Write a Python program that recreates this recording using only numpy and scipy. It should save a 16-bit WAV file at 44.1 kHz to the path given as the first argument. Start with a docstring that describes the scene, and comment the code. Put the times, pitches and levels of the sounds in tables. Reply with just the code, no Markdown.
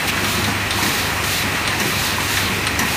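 """Motors hum and a loud factory hall roars around a cartoning machine, heard by a close phone.
Chains rattle as random taps on short resonances; air hisses in swells, as coloured noise, from the
suction cups and, lower and narrower, from the vacuum ejector. Guides knock, the frame thuds, valves
tick and, about once a second, the pusher clacks: blows of rough noise ringing in the struck part.
The steel around the machine scatters the rattle and the blows into a short dense echo."""
import sys
import numpy as np
from scipy import signal
from scipy.fft import rfft, irfft
from scipy.io import wavfile
from scipy.ndimage import uniform_filter1d

SR = 44100
rng = np.random.default_rng(int(sys.argv[2]) if len(sys.argv) > 2 else 0)


def transcribe(signal):
    """Save signal, clipped to [-1, 1], as a 16-bit WAV file at the path in sys.argv[1]."""
    frames = np.atleast_2d(signal).T
    limited = np.clip(frames, -1, 1)
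    pcm = np.round(limited * 32767).astype(np.int16)
    wavfile.write(sys.argv[1], SR, pcm)


def to_linear_factor(level_db):
    """Convert decibel levels (scalar or array-like) to linear amplitude factors."""
    exponent = np.asarray(level_db, float) / 20
    return 10 ** exponent


N = 130536  # samples, just under 3 s


def unit(x):
    """Scale to rms 1."""
    return x / np.sqrt(np.mean(x ** 2))


def colour(x, points):
    """Shape the spectrum of x by (Hz, dB) points along log frequency; rms 1."""
    hz, db = np.array(points).T
    f = np.maximum(np.arange(len(x) // 2 + 1) * SR / len(x), 1)
    gain = to_linear_factor(np.interp(np.log(f), np.log(hz), db))
    return unit(irfft(rfft(x) * gain, len(x)))


def band(x, hz, width_hz):
    """Resonant band-pass, gain 1 at the centre."""
    return signal.lfilter(*signal.iirpeak(hz, hz / width_hz, fs=SR), x)


def walk(rate):
    """Random levels held 1 / rate seconds and slewed twice; spread near 0.5."""
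    hold = int(SR / rate)
    steps = np.repeat(rng.standard_normal(N // hold + 1), hold)
    return 0.7 * uniform_filter1d(uniform_filter1d(steps, hold), hold)[:N]


def follow(points):
    """Straight lines through (seconds, dB) points, one value per sample."""
    return np.interp(np.arange(N) / SR, *np.array(points).T)


def add(out, start_s, sound):
    """Mix a sound in at a time."""
    i = int(start_s * SR)
    out[i:i + len(sound)] += sound[:N - i]


def ring(modes, scatter_db, rise_s):
    """One blow: a snap, then rough contact noise, dying away in each broad resonance of the part."""
    snap_share = 1.3  # first contact against the rough chatter after it
    t = np.arange(SR // 2) / SR
    out = 0
    for hz, width_hz, db, t60 in modes:
        fall = to_linear_factor(-60 * t / t60)
        chatter = band(rng.standard_normal(len(t)), hz, width_hz)
        rough = unit(band(chatter, hz, 2.6 * width_hz)) * fall
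        tone = np.sin(2 * np.pi * (hz * t + rng.random()))
        snap = snap_share * tone * np.exp(-t * width_hz)
        steady = np.sqrt(np.sum(fall ** 2) / np.sum(rough ** 2))  # every blow carries its full energy
        level = to_linear_factor(db + scatter_db * rng.standard_normal())
        out = out + level * (steady * rough + snap)
    return out * (1 - np.exp(-t / rise_s))


def roar():
    """Hall noise whose half-octave bands swell together and flicker alone."""
    # Spectrum of the hall. Each row: frequency in Hz, density in dB per Hz (relative).
    hall_spectrum = [(15, -50), (32, -16), (50, -7.5), (91, -3.5), (144, -2), (200, -4.5), (378, -6.5),
                     (482, -11), (945, -7), (1450, -9), (1900, -8), (2560, -8), (3260, -15), (4040, -22.5),
                     (5000, -19), (7910, -23.5), (9300, -23), (10400, -30.5), (11500, -28), (16000, -28)]
    level_db = -22
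    swell_db, flicker_db = 0.92, 1.78  # dB per unit of walk
    noise = rfft(colour(rng.standard_normal(N), hall_spectrum))
    swell = walk(5.07)
    hz = np.maximum(np.arange(len(noise)) * SR / N, 20)
    place = 2 * np.log2(hz / 20)  # half octaves above 20 Hz
    out = 0
    for k in range(21):
        share = np.clip(1 - np.abs(place - k), 0, 1)  # neighbouring bands cross-fade
        out = out + irfft(noise * share, N) * to_linear_factor(swell_db * swell + flicker_db * walk(9.2))
    return to_linear_factor(level_db) * unit(out)


def motors():
    """Hum lines that waver and follow the load, and the noisy whine of gears rubbing the casing."""
    # Motor hum. Each row: frequency in Hz, level in dB rms before load and waver, waver in dB.
    hum_lines = [(99.9, -34.5, 4), (75.2, -38, -2)]
    # Motor load. Each row: time in seconds, change of the hum in dB.
    motor_load = [(0, -11), (.15, 2), (.55, 3), (.7, 2.5), (.95, -2.5), (1.2, 4), (1.45, 0.5), (1.65, -1.5),
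                  (1.85, 2.5), (2.2, 0), (2.35, 4), (2.55, -1), (2.7, 5), (2.96, -2)]
    # Gearbox casing resonances. Each row: frequency in Hz, width in Hz, level in dB rms before waver.
    casing = [(1845, 48, -36), (1910, 45, -36.5), (2294, 110, -38), (2445, 59, -39), (2600, 100, -41),
              (1028, 140, -39.5), (3990, 89, -41), (4420, 70, -46)]
    gear_waver_db = 0.5  # per unit of walk
    t = np.arange(N) / SR
    load_db = follow(motor_load)
    out = np.zeros(N)
    for hz, db, waver_db in hum_lines:
        level = np.sqrt(2) * to_linear_factor(db + load_db + waver_db * walk(5.5))  # rms to sine peak
        out += level * np.sin(2 * np.pi * (hz * t + rng.random()))
    for hz, width_hz, db in casing:
        whine = unit(band(rng.standard_normal(N), hz, width_hz))
        out += to_linear_factor(db + gear_waver_db * walk(8.28)) * whine
    return out


def air():
    """Hiss of the suction cups and cylinders: coloured noise follows the flow with a light flutter."""
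    # Air flow. Each row: time in seconds, level in dB before the lift and flutter below.
    flow = [(0, -35.5), (.07, -36), (.078, -26), (.1, -28), (.11, -40), (.22, -35), (.26, -28.5),
            (.37, -29), (.47, -36), (.56, -42), (.7, -42), (.78, -31), (.97, -29), (1.06, -32),
            (1.2, -39.5), (1.25, -29.5), (1.38, -27), (1.47, -38), (1.65, -46), (1.77, -35), (1.81, -32),
            (2.06, -27), (2.15, -35), (2.24, -32), (2.38, -26.5), (2.47, -35), (2.6, -36), (2.78, -40),
            (2.81, -37), (2.94, -28)]
    # Spectrum of the hiss. Each row: frequency in Hz, density in dB per Hz (relative).
    hiss_spectrum = [(1500, -22), (2800, 1), (4000, 2.5), (5000, -0.5), (6500, 0.5), (8000, -4), (9500, -2),
                     (10100, -3), (10500, -13), (11000, -3), (12000, -4.5), (16000, -4.5)]
    lift_db = 4  # flat lift in dB on the whole hiss
    flutter_db = 1.9 * walk(39.9)
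    hiss = colour(rng.standard_normal(N), hiss_spectrum)
    return to_linear_factor(follow(flow) + lift_db + flutter_db) * hiss


def ejector():
    """A lower, narrower hiss while the vacuum is drawn: noise through two resonances at one pitch."""
    # Ejector flow. Each row: time in seconds, level in dB rms before a light flutter.
    draw = [(0, -35), (.2, -43), (.3, -30), (.45, -33), (.55, -41), (.7, -44), (.71, -29.5), (1.03, -30.5),
            (1.1, -35), (1.22, -45), (1.36, -28), (1.5, -37.5), (1.66, -33.5), (1.7, -38), (1.9, -33.5),
            (2.07, -27), (2.2, -36), (2.38, -33), (2.47, -27), (2.55, -50), (2.76, -46), (2.82, -41),
            (2.94, -37)]
    hz, width_hz = 3960, 970
    narrow = band(rng.standard_normal(N), hz, width_hz)
    hiss = unit(band(narrow, hz, 2 * width_hz))
    return to_linear_factor(follow(draw) + walk(29.2)) * hiss


def rattle():
    """Chain links tap at random, with either sign, and ring briefly in broad resonances."""
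    taps_per_s, scatter_db, level_db = 250, 3.5, -34
    when = rng.random(N) < taps_per_s / SR
    taps = when * to_linear_factor(scatter_db * rng.standard_normal(N)) * rng.choice([-1, 1], N)
    ringing = band(taps, 2560, 670) + band(taps, 1340, 310)
    ringing += 0.67 * band(taps, 1840, 200)
    ringing += 0.5 * band(taps, 500, 300)
    ringing += 0.22 * band(taps, 3500, 500)
    chain = unit(band(ringing, 1430, 3700))
    return to_linear_factor(level_db + 2.2 * walk(20)) * chain


def knocks():
    """Guides are struck: each blow rings in one broad resonance at its own pitch."""
    # Guide knocks. Each row: start in seconds, peak level in dB, main pitch in Hz.
    guide_knocks = [(0.082, -3, 2400), (0.126, -11, 1910), (0.175, -4, 1540), (0.319, -11, 1000),
                    (0.475, -6, 770), (0.597, -16, 1920), (0.782, -5.5, 950), (1.262, -12, 1400),
                    (1.552, -7.5, 1890), (1.576, -6, 1250), (1.653, -9.5, 1870), (1.725, -4, 1860),
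                    (1.819, -8, 1870), (2.182, -5, 980), (2.369, -3, 1850), (2.461, -11, 1060),
                    (2.633, -11, 1860), (2.742, -14, 2430)]
    rms_db = -16  # rms at the blow against its peak
    width_share, t60_s, rise_s = 0.28, 0.14, 0.00067  # width is a share of the main pitch
    out = np.zeros(N)
    for start_s, db, hz in guide_knocks:
        guide = [(hz, width_share * hz, 0, t60_s)]
        add(out, start_s, to_linear_factor(db + rms_db) * ring(guide, scatter_db=-0.5, rise_s=rise_s))
    return out


def thuds():
    """The machine frame thuds: its modes sound weaker the further they lie from the blow's pitch."""
    # Frame thuds. Each row: start in seconds, peak level in dB, main pitch in Hz.
    frame_thuds = [(0.121, -20, 154), (0.225, -17, 206), (0.27, -25, 186), (0.368, -17, 218),
                   (0.469, -12, 148), (0.55, -21, 268), (0.75, -17, 210), (0.823, -12.5, 237),
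                   (0.874, -12.5, 380), (1.434, -14, 186), (1.518, -20, 156), (1.804, -15, 195),
                   (1.854, -14.5, 375), (2.189, -19.5, 159), (2.441, -14.5, 156), (2.486, -16.5, 210),
                   (2.661, -32, 180), (2.799, -10.5, 200)]
    # Frame modes. Each row: frequency in Hz, width in Hz, relative level in dB, 60 dB fall in seconds.
    frame_modes = [(149.7, 36, -3.5, 0.24), (196.7, 71, -2, .18), (240.6, 69, -0.5, 0.21),
                   (289, 96, -4.5, 0.13), (363, 72, 0, 0.16), (595, 280, -12, .1)]
    rms_db = -11  # rms at the blow against its peak
    focus_db = 5.5  # loss per octave away from the main pitch
    out = np.zeros(N)
    for start_s, db, main_hz in frame_thuds:
        modes = []
        for hz, width_hz, mode_db, t60 in frame_modes:
            octaves = abs(np.log2(hz / main_hz))
            modes.append((hz, width_hz, mode_db - focus_db * octaves, t60))
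        add(out, start_s, to_linear_factor(db + rms_db) * ring(modes, scatter_db=-0.5, rise_s=0.0025))
    return out


def ticks():
    """Valves tick: a small body struck, its bright resonances dying within hundredths of a second."""
    # Valve ticks. Each row: start in seconds, peak level in dB.
    valve_ticks = [(0.1685, -15), (0.2434, -10), (0.4419, -8), (0.7056, -5), (0.998, -12), (1.2371, -11),
                   (1.422, -9), (1.5502, -13.5), (1.6745, -6), (2.204, -11), (2.369, -7.5), (2.6678, -4.5)]
    # Valve body. Each row: frequency in Hz, width in Hz, relative level in dB, 60 dB fall in seconds.
    valve_body = [(2020, 1500, 3.5, 0.054), (2900, 900, -3.5, 0.072), (3600, 210, -6, 0.048),
                  (4040, 240, -3.5, .06), (5700, 700, -4, 0.037), (8760, 480, -2.5, 0.024),
                  (10100, 800, -9, .02)]
    rms_db = -14  # rms at the blow against its peak
    out = np.zeros(N)
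    for start_s, db in valve_ticks:
        add(out, start_s, to_linear_factor(db + rms_db) * ring(valve_body, scatter_db=1.5, rise_s=0.001))
    return out


def clacks():
    """The pusher clacks: its arm rings from the low mids to the treble, the low modes longest."""
    # Pusher clacks. Each row: start in seconds, peak level in dB.
    pusher_clacks = [(0.826, -7.5), (1.7998, -6), (2.7907, -3)]
    # Pusher arm. Each row: frequency in Hz, width in Hz, relative level in dB, 60 dB fall in seconds.
    pusher_arm = [(995, 230, -4, 0.22), (1910, 360, -3, 0.2), (2860, 390, -9, 0.12), (3950, 700, -6, 0.046),
                  (5770, 650, 0.5, 0.038), (7000, 1200, -6.5, 0.057), (8700, 2300, -11, 0.057),
                  (12300, 4100, -4, 0.054)]
    rms_db = -14  # rms at the blow against its peak
    out = np.zeros(N)
    for start_s, db in pusher_clacks:
        add(out, start_s, to_linear_factor(db + rms_db) * ring(pusher_arm, scatter_db=1, rise_s=0.0005))
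    return out


def echo(x):
    """Dense scatter from the steel around the machine: a decaying noise tail of unit energy."""
    t60_s, gap_s = 0.31, 0.003
    t = np.arange(SR // 2) / SR
    tail = rng.standard_normal(len(t)) * to_linear_factor(-60 * t / t60_s) * (t > gap_s)
    return signal.fftconvolve(x, tail / np.sqrt(np.sum(tail ** 2)))[:N]


def scene():
    """One microphone port: both channels hear the same."""
    echo_db = -5
    near = rattle() + knocks() + thuds() + ticks() + clacks()
    mid = near + to_linear_factor(echo_db) * echo(near) + roar() + motors() + air() + ejector()
    return np.array([mid, mid])


def roll_off(x):
    """The treble ends steeply here."""
    return signal.sosfilt(signal.butter(12, 16610, fs=SR, output="sos"), x)


def record(dry):
    """The phone rounds the loudest peaks and steeply cuts the top."""
    top_hz = 15290
    rounded = np.tanh(0.8 * dry) / 0.8
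    low_pass = signal.ellip(16, 0.3, 90, top_hz, fs=SR, output="sos")
    cut = signal.sosfilt(low_pass, rounded)
    return roll_off(cut)


dry = scene()
out = record(dry)
transcribe(out)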